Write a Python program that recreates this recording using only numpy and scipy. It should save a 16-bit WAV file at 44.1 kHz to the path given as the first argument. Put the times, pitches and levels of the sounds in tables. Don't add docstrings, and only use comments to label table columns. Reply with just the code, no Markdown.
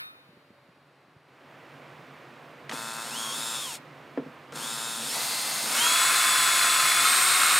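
import sys
import numpy as np
from scipy import signal
from scipy.fft import rfft, irfft
from scipy.io import wavfile
from scipy.ndimage import uniform_filter1d

SR = 44100
rng = np.random.default_rng(int(sys.argv[2]) if len(sys.argv) > 2 else 0)


def generate_wav(sig):
    pcm = np.round(np.clip(np.atleast_2d(sig).T, -1, 1) * 32767).astype(np.int16)
    wavfile.write(sys.argv[1], SR, pcm)


N = 334719
T = np.arange(N) / SR
FREQ = np.fft.rfftfreq(N, 1 / SR) + 1e-3
TOP_HZ = 15750

# frequency in Hz, outline of the noise in dB per Hz.
QUIET_AIR = [(25, -84), (55, -81), (90, -14), (140, -45), (280, -16), (480, -29), (1200, -26),
             (2400, -39.5), (4000, -28), (6200, -43), (11000, -44), (13000, -55), (15000, -75)]
# frequency in Hz, outline of the noise in dB per Hz.
LOUD_AIR = [(18, -69), (30, -41), (53, -45), (73, -30), (139, -23), (205, -11.5), (274, -4.5), (437, -9),
            (485, -5.5), (881, -9.5), (1090, -8.5), (2370, -14.5), (6200, -34), (13500, -43.5),
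            (15000, -44)]
QUIET_DB, LOUD_DB, HUM_DB, WHISTLE_DB = -69.5, -49, -57.5, -84
# time in seconds, share of its amplitude [0 to 1].
LOUD_ROOM_SHARE = [(1.24, 0.27), (1.5, 0.73), (1.75, 1)]
# frequency in Hz, outline in dB per Hz.
HUM = [(60, -41), (92, -15.5), (110, -21), (128, -6.5), (141, 1), (160, -7), (210, -20), (1000, -88)]
# frequency in Hz, outline in dB per Hz.
WHISTLE = [(12000, -59), (12950, -20), (13103, -5), (13250, -13), (14000, -70)]
# time in seconds, peak level in dB before the rooms are mixed.
FAR_TONE_LEVEL = [(0.24, -100), (0.3, -63), (0.64, -62.5), (0.74, -100)]
FAR_TONE_HZ = 576

# frequency in Hz, side against mid in dB.
STEREO_WIDTH = [(60, -32), (130, -26), (300, -26), (600, -19), (1200, -15.5), (2300, -13), (3300, -15),
                (5000, -18), (7000, -32), (10200, -32), (11400, -11), (13000, -7)]
# frequency in Hz, side share [ratio; negative leans right].
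LEFT_LEAN = [(300, 0.01), (1000, 0.06), (2000, 0.085), (4000, 0.03), (9000, 0.0), (12000, -0.05)]

# start in seconds, peak in dB, frequency in Hz above which it fades.
FINGER_TAPS = [(0.288, -49, 220), (0.33, -52, 350), (0.368, -48, 520), (0.504, -45.5, 330),
               (0.688, -50, 210), (1.08, -54, 220), (1.162, -50, 190)]
TAP_DECAY_S, TAP_LOW_HZ = 0.0065, 119
# start in seconds, peak in dB, frequency in Hz above which the push fades.
WOOD_THUMPS = [(2.016, -53, 60.4), (2.163, -52, 70), (2.732, -32, 251), (3.382, -39, 150),
               (4.1756, -19.5, 760), (4.178, -25.5, 260), (4.1863, -29.5, 450), (4.193, -29, 500),
               (4.229, -38, 402), (4.262, -33.5, 130), (4.288, -50, 200), (4.561, -37, 150)]
# frequency in Hz, width in Hz, gain in dB.
TABLE_MODES = [(150, 22, 12), (240, 13.4, 20.5), (260, 16, 11), (400, 180, 4), (480, 57, 7), (645, 55, 2),
               (726, 39, -12), (904, 50, -4), (1329, 90, -4), (1590, 160, -8)]
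# start in seconds, relative level in dB, frequency in Hz above which it fades.
TOOL_CLICKS = [(2.694, -23, 9000), (2.713, -27, 7000), (2.722, -28, 7000), (4.174, -25, 1700),
               (4.523, -33, 11000)]
CLICK_DECAY_S = 0.0065
# frequency in Hz, outline in dB per Hz.
CRACK = [(200, -2), (1000, 7.5), (3000, 3), (5000, -2.5), (9000, -8), (15000, -18)]

# start in seconds, stop in seconds, whine trim in dB.
TRIGGER_PULLS = [(2.694, 3.755, -0.5), (4.523, 7.6, -3.5)]
# time in seconds, shaft speed in turns per second.
SHAFT_SPEED = [(2.68, 1), (2.73, 62), (2.78, 65), (3.025, 65), (3.085, 76), (3.125, 87), (3.185, 110),
               (3.24, 110.3), (3.31, 107.5), (3.38, 124), (3.56, 123.7), (3.605, 121), (3.66, 107.7),
               (3.745, 84), (3.85, 1), (4.51, 1), (4.56, 66), (4.62, 105), (4.66, 118), (4.71, 124),
               (4.995, 123), (5.04, 142), (5.09, 169), (5.14, 195), (5.24, 206), (5.635, 205.4),
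               (5.70, 236), (5.75, 268), (5.78, 295), (5.824, 319), (5.884, 332), (6.0, 343), (6.18, 349.9),
               (6.42, 342.8), (6.556, 346.6), (7.0, 344), (7.06, 360), (7.14, 368), (7.43, 370.5)]
INERTIA_S, ATTACK_S, BRAKE_S = .025, .0062, .02
SURGE_TURNS_PER_S2, COAST_TURNS_PER_S2 = 280, 320
# shaft speed in turns per second, motor level in dB, gear rattle in dB, buzz in dB.
LEVELS_BY_SPEED = [(10.1, -57, -89, -35), (45.5, -52, -51, -48), (61, -40, -49.5, -40),
                   (131.5, -35, -58, -41), (238, -29.5, -36.5, -53), (296, -25.5, -31.5, -63),
                   (344, -25, -26, -78), (359, -24, -24.5, -83)]
SURGE_BUZZ_DB = -2.5
RUMBLE_DB, SURGE_DB = -54.5, -49

# time in seconds, mean level in dB.
BITE_LEVEL = [(5.05, -91), (5.16, -40.5), (5.26, -42.5), (5.4, -44.5), (5.75, -42), (6.0, -75)]
# frequency in Hz, width in Hz, gain in dB.
STICK_MODES = [(695, 220, -2), (800, 360, 0)]
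# frequency in Hz, outline of the rattle in dB per Hz.
RATTLE_COLOUR = [(150, -62), (500, -40), (900, -16.5), (1050, 0), (1300, 7), (1600, 4.5), (1950, 2.5),
                 (2600, -4.5), (3050, -21), (4100, -12.5), (4700, -44), (7000, -33), (12000, -54)]
# frequency in Hz, width in Hz, gain in dB.
GEARBOX_MODES = [(1050, 20, -12), (1270, 73, -14), (1350, 52, -16.5), (1460, 130, -22), (2183, 37, -8),
                 (2464, 47, -13), (2590, 150, -17.5), (4083, 30, -6)]

CHOP_HZ, CHOP_START_S = 113.95, .0014
# frequency in Hz, width in Hz, gain in dB.
MOTOR_CAN_MODES = [(226, 6.9, 10.5), (957, 250, 27), (1290, 100, 21), (1364, 200, 20)]
# frequency in Hz, outline in dB.
BUZZ_COLOUR = [(50, -40), (110, -11), (220, 1), (750, -12), (1100, -8), (1600, -7), (2000, -12),
               (2800, -24), (5000, -36)]
# frequency in Hz, outline in dB per Hz.
SHELL_COLOUR = [(300, -14), (700, 1), (1500, -3), (2150, -4), (2480, -2), (2620, 6), (2780, -2), (3050, -2),
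                (3400, 7), (3750, 7), (4050, 1), (4400, 7), (4850, -3), (5150, 7), (5550, 2.5), (5950, -2),
                (6700, 6), (7150, 2), (7500, 6.5), (8150, 1), (8850, 8), (9700, 2), (11000, -9),
                (12400, -1), (13600, -6), (15800, -17)]
# frequency in Hz, outline in dB per Hz.
HISS_COLOUR = [(300, -13), (700, 0.5), (1500, 3.5), (2600, 4), (3600, 5.5), (4500, 6), (5200, 4), (6100, 2),
               (7000, 5.5), (7700, 3.5), (9100, 8), (10300, 2), (13500, -3.5), (15800, -10)]
# multiple of the shaft rate, level in dB against the rasp, best speed in turns per second,
# octaves away from that speed at which the line is 6 dB weaker.
WHINE_LINES = [(1, -25, 375, .25), (1, -19, 230, .25), (2, -21, 345, .3), (3, -11, 345, .3),
               (4, -9, 260, .14), (5, -17, 205, .25), (10, -9.5, 100, .7), (10, -11, 205, .3),
               (10, -6.5, 316, .11), (10, -11.5, 375, .15), (11, -11.5, 372, .2), (12, -14.5, 345, .2),
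               (18, -19, 205, .6), (20, -8.5, 305, .35), (20, -10, 195, .25), (22, -15, 205, .25),
               (23, -10, 152, .13), (23, -5.8, 205, .22), (23, -1, 368, .26), (28, -15.5, 124, .2),
               (29, -21, 120, .4), (30, -10.5, 105, .6), (30, -9, 182, .2), (30, -9.5, 320, .4),
               (31, -19, 118, .4), (32, -10.5, 205, .25), (32, -7.5, 345, .25), (40, -9.5, 63, .25),
               (40, -9, 235, .45), (41, -18, 124, .15), (42, -18, 124, .15), (50, -12, 106, .25),
               (50, -8, 200, .4), (56, -15, 65, .3), (60, -9.5, 132, .8), (61, -13, 123, .15),
               (64, -8, 205, .3), (80, -10.5, 115, .55), (81, -11, 124, .2), (90, -11, 110, .2)]
# frequency in Hz, gain in dB.
HOUSING_GAIN = [(650, 1), (850, 2), (1030, 4), (1130, 2), (1240, -5), (1700, -6), (1950, -1), (2070, 0),
                (2200, -1), (2450, -3), (2600, 2), (2750, 1), (2950, 4), (3200, 8), (3480, 7), (3720, 4),
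                (3900, 2), (4100, 2), (4400, -1), (4730, 1), (4950, -5), (5180, 4), (5480, 3), (5850, 0),
                (6200, -6), (6580, 3), (6950, -2), (7250, -2), (7480, 3), (7900, 0), (8500, 1.5),
                (10000, 0), (11000, -3), (13000, -1), (15000, -10)]
SWAY_DB, FLUTTER_DB = 1.8, 2.1
COAST_TREBLE_DB = -9


def undb(db):
    return 10 ** (np.asarray(db) / 20)


def unit(x):
    return x / np.sqrt(np.mean(x ** 2))


def noise():
    return rng.standard_normal(N)


def walk(rate):
    knots = rng.standard_normal(4096)
    return 1.2 * np.interp(T * rate, np.arange(4096), knots)


def curve(rows):
    seconds, values = np.transpose(rows)
    return np.interp(T, seconds, values)


def response(points, hz):
    f, db = np.transpose(points)
    return undb(np.interp(np.log(hz), np.log(f), db))


def colour(x, points):
    return unit(irfft(rfft(x) * response(points, FREQ), N))


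def ring(x, modes):
    gain = 0
    for f, width, db in modes:
        gain = gain + undb(db) / (1 + 1j * (FREQ ** 2 - f ** 2) / (FREQ * width))
    return irfft(rfft(x) * gain, N)


def butter(x, order, hz, kind):
    return signal.sosfilt(signal.butter(order, hz, kind, fs=SR, output="sos"), x)


def ticks(times, sizes):
    i, part = np.divmod(np.clip(times * SR, 0, N - 2), 1)
    i = i.astype(int)
    return np.bincount(i, sizes * (1 - part), N) + np.bincount(i + 1, sizes * part, N)


def add_thud(out, start_s, peak_db, thud):
    out[int(start_s * SR):][:len(thud)] += undb(peak_db) * thud / np.abs(thud).max()


def background():
    share = curve(LOUD_ROOM_SHARE)
    air = undb(LOUD_DB) * colour(noise(), LOUD_AIR)
    hum = undb(HUM_DB) * colour(noise(), HUM)
    whistle = undb(WHISTLE_DB) * colour(noise(), WHISTLE)
    far_phase = 2 * np.pi * FAR_TONE_HZ * T + .5 * walk(24.8)
    far_tone = undb(curve(FAR_TONE_LEVEL)) * np.sin(far_phase)
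    quiet = undb(QUIET_DB) * colour(noise(), QUIET_AIR) + far_tone
    return share * (air + hum + whistle) + (1 - share) * quiet


def taps():
    out = np.zeros(N)
    age = T[:SR // 8]
    for s, db, top_hz in FINGER_TAPS:
        press = rng.standard_normal(len(age)) * np.exp(-age / TAP_DECAY_S)
        thud = butter(press, 2, [min(TAP_LOW_HZ, top_hz / 2), top_hz], "band")
        add_thud(out, s, db, thud)
    return out


def thumps():
    scuff = .05 * noise() * np.exp(-T / .015)
    push = ticks(np.zeros(1), np.ones(1)) + scuff
    blow = butter(ring(push, TABLE_MODES)[:SR // 4], 4, 195, "high")
    out = np.zeros(N)
    for s, db, soft_hz in WOOD_THUMPS:
        add_thud(out, s, db, butter(blow, 2, soft_hz, "low"))
    return out


def clicks():
    crack = colour(noise(), CRACK)
    out = 0
    for s, db, top_hz in TOOL_CLICKS:
        decay = (T >= s) * np.exp(-np.abs(T - s) / CLICK_DECAY_S)
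        burst = .5 * undb(db) * decay * crack
        out = out + butter(burst, 2, [300, min(top_hz, TOP_HZ)], "band")
    return out


def table_rumble(torque):
    return (undb(RUMBLE_DB) + undb(SURGE_DB) * torque) * unit(ring(noise(), TABLE_MODES))


def stick_scrape():
    return undb(curve(BITE_LEVEL) + 2 * walk(60)) * unit(ring(noise(), STICK_MODES))


def gears():
    knocks = noise() * undb(1.8 * walk(520) + .6 * walk(70))
    return unit(colour(knocks, RATTLE_COLOUR) + 0.81 * unit(ring(knocks, GEARBOX_MODES)))


def chopper():
    times = np.arange(CHOP_START_S, T[-1], 1 / CHOP_HZ)
    kicks = ticks(times, undb(0.9 * rng.standard_normal(len(times))))
    return colour(ring(kicks, MOTOR_CAN_MODES), BUZZ_COLOUR)


def brushes(shaft_hz, turns, buzz, count=80):
    angles, roughness = rng.random(count), rng.standard_normal(count)
    passes = (np.arange(int(turns[-1]))[:, None] + angles).ravel()
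    sizes = np.resize(roughness, len(passes)) + .9 * rng.standard_normal(len(passes))
    catches = ticks(np.interp(passes, turns, T), sizes) / np.sqrt(shaft_hz)
    catches = colour(butter(catches, 1, 800, "high"), SHELL_COLOUR)
    hiss = colour(noise(), HISS_COLOUR)
    catch_share = np.interp(shaft_hz, [65, 120, 205, 330], [.85, .65, .4, .12])
    pulse = np.cos(2 * np.pi * CHOP_HZ * (T - CHOP_START_S))
    sparking = 1 + 0.1 * buzz / buzz.max() * pulse
    return (np.sqrt(catch_share) * catches + np.sqrt(1 - catch_share) * hiss) * sparking


def whine(shaft_hz, turns, coast):
    uneven = np.interp(shaft_hz, [65, 120, 300], [.012, .008, .004]) * walk(160)
    out = 0
    for order, db, best_hz, octaves in WHINE_LINES:
        hz = order * shaft_hz
        detuned = np.log2(shaft_hz / best_hz) / octaves
        level_db = db - 6 * detuned ** 2 + SWAY_DB * walk(30) + FLUTTER_DB * walk(260)
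        level_db = level_db + COAST_TREBLE_DB * coast * np.interp(hz, [3500, 5000], [0, 1])
        gain = undb(level_db) * response(HOUSING_GAIN, hz) * (hz < TOP_HZ)
        phase = 2 * np.pi * order * turns + order * uneven + .3 * walk(70)
        out = out + gain * np.sin(phase)
    return out


def trigger():
    return uniform_filter1d(curve(SHAFT_SPEED), size=int(INERTIA_S * SR))


def drill():
    speed_hz = trigger()
    running, whine_db = 0, 0
    for start, stop, trim_db in TRIGGER_PULLS:
        gate = np.clip((T - start) / ATTACK_S, 0, 1) * np.exp(-np.maximum(T - stop, 0) / BRAKE_S)
        running = running + gate
        whine_db = whine_db + gate * trim_db
    acceleration = np.gradient(speed_hz) * SR
    torque = np.clip(acceleration / SURGE_TURNS_PER_S2, 0, 1)
    coast = np.clip(-acceleration / COAST_TURNS_PER_S2, 0, 1)
    shaft_hz = speed_hz * (1 + 0.00132 * walk(40))
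    turns = np.cumsum(shaft_hz) / SR
    speeds, *levels = np.transpose(LEVELS_BY_SPEED)
    motor_db, rattle_db, buzz_db = (np.interp(speed_hz, speeds, db) for db in levels)
    buzz = undb(buzz_db + SURGE_BUZZ_DB * torque) * (1 - coast)
    rasp = undb(0.08) * brushes(shaft_hz, turns, buzz)
    motor = undb(motor_db) * (rasp + undb(whine_db) * whine(shaft_hz, turns, coast))
    rattle = undb(rattle_db) * gears()
    body = butter(motor + rattle + table_rumble(torque) + stick_scrape(), 3, 150, "high")
    return running * (body + buzz * chopper())


def scene():
    air = background()
    tool = drill() + clicks()
    mid = air + taps() + thumps() + tool
    age = T[:SR // 3]
    burst = rng.standard_normal(len(age)) * np.exp(-age / 0.045)
    scatter = np.exp(1j * np.angle(rfft(burst, N)))
    scattered_copy = rfft(mid) * scatter * response(STEREO_WIDTH, FREQ)
    lean = rfft(tool) * np.interp(FREQ, *np.transpose(LEFT_LEAN))
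    side = irfft(scattered_copy + lean, N)
    bassless = signal.sosfiltfilt(signal.butter(1, 170, "high", fs=SR, output="sos"), air)
    side = side + bassless * (.03 - 0.18 * curve(LOUD_ROOM_SHARE))
    return mid + np.array([side, -side])


def record(dry):
    return signal.sosfilt(signal.ellip(10, .2, 70, TOP_HZ, fs=SR, output="sos"), dry)


dry = scene()
out = record(dry)
generate_wav(out)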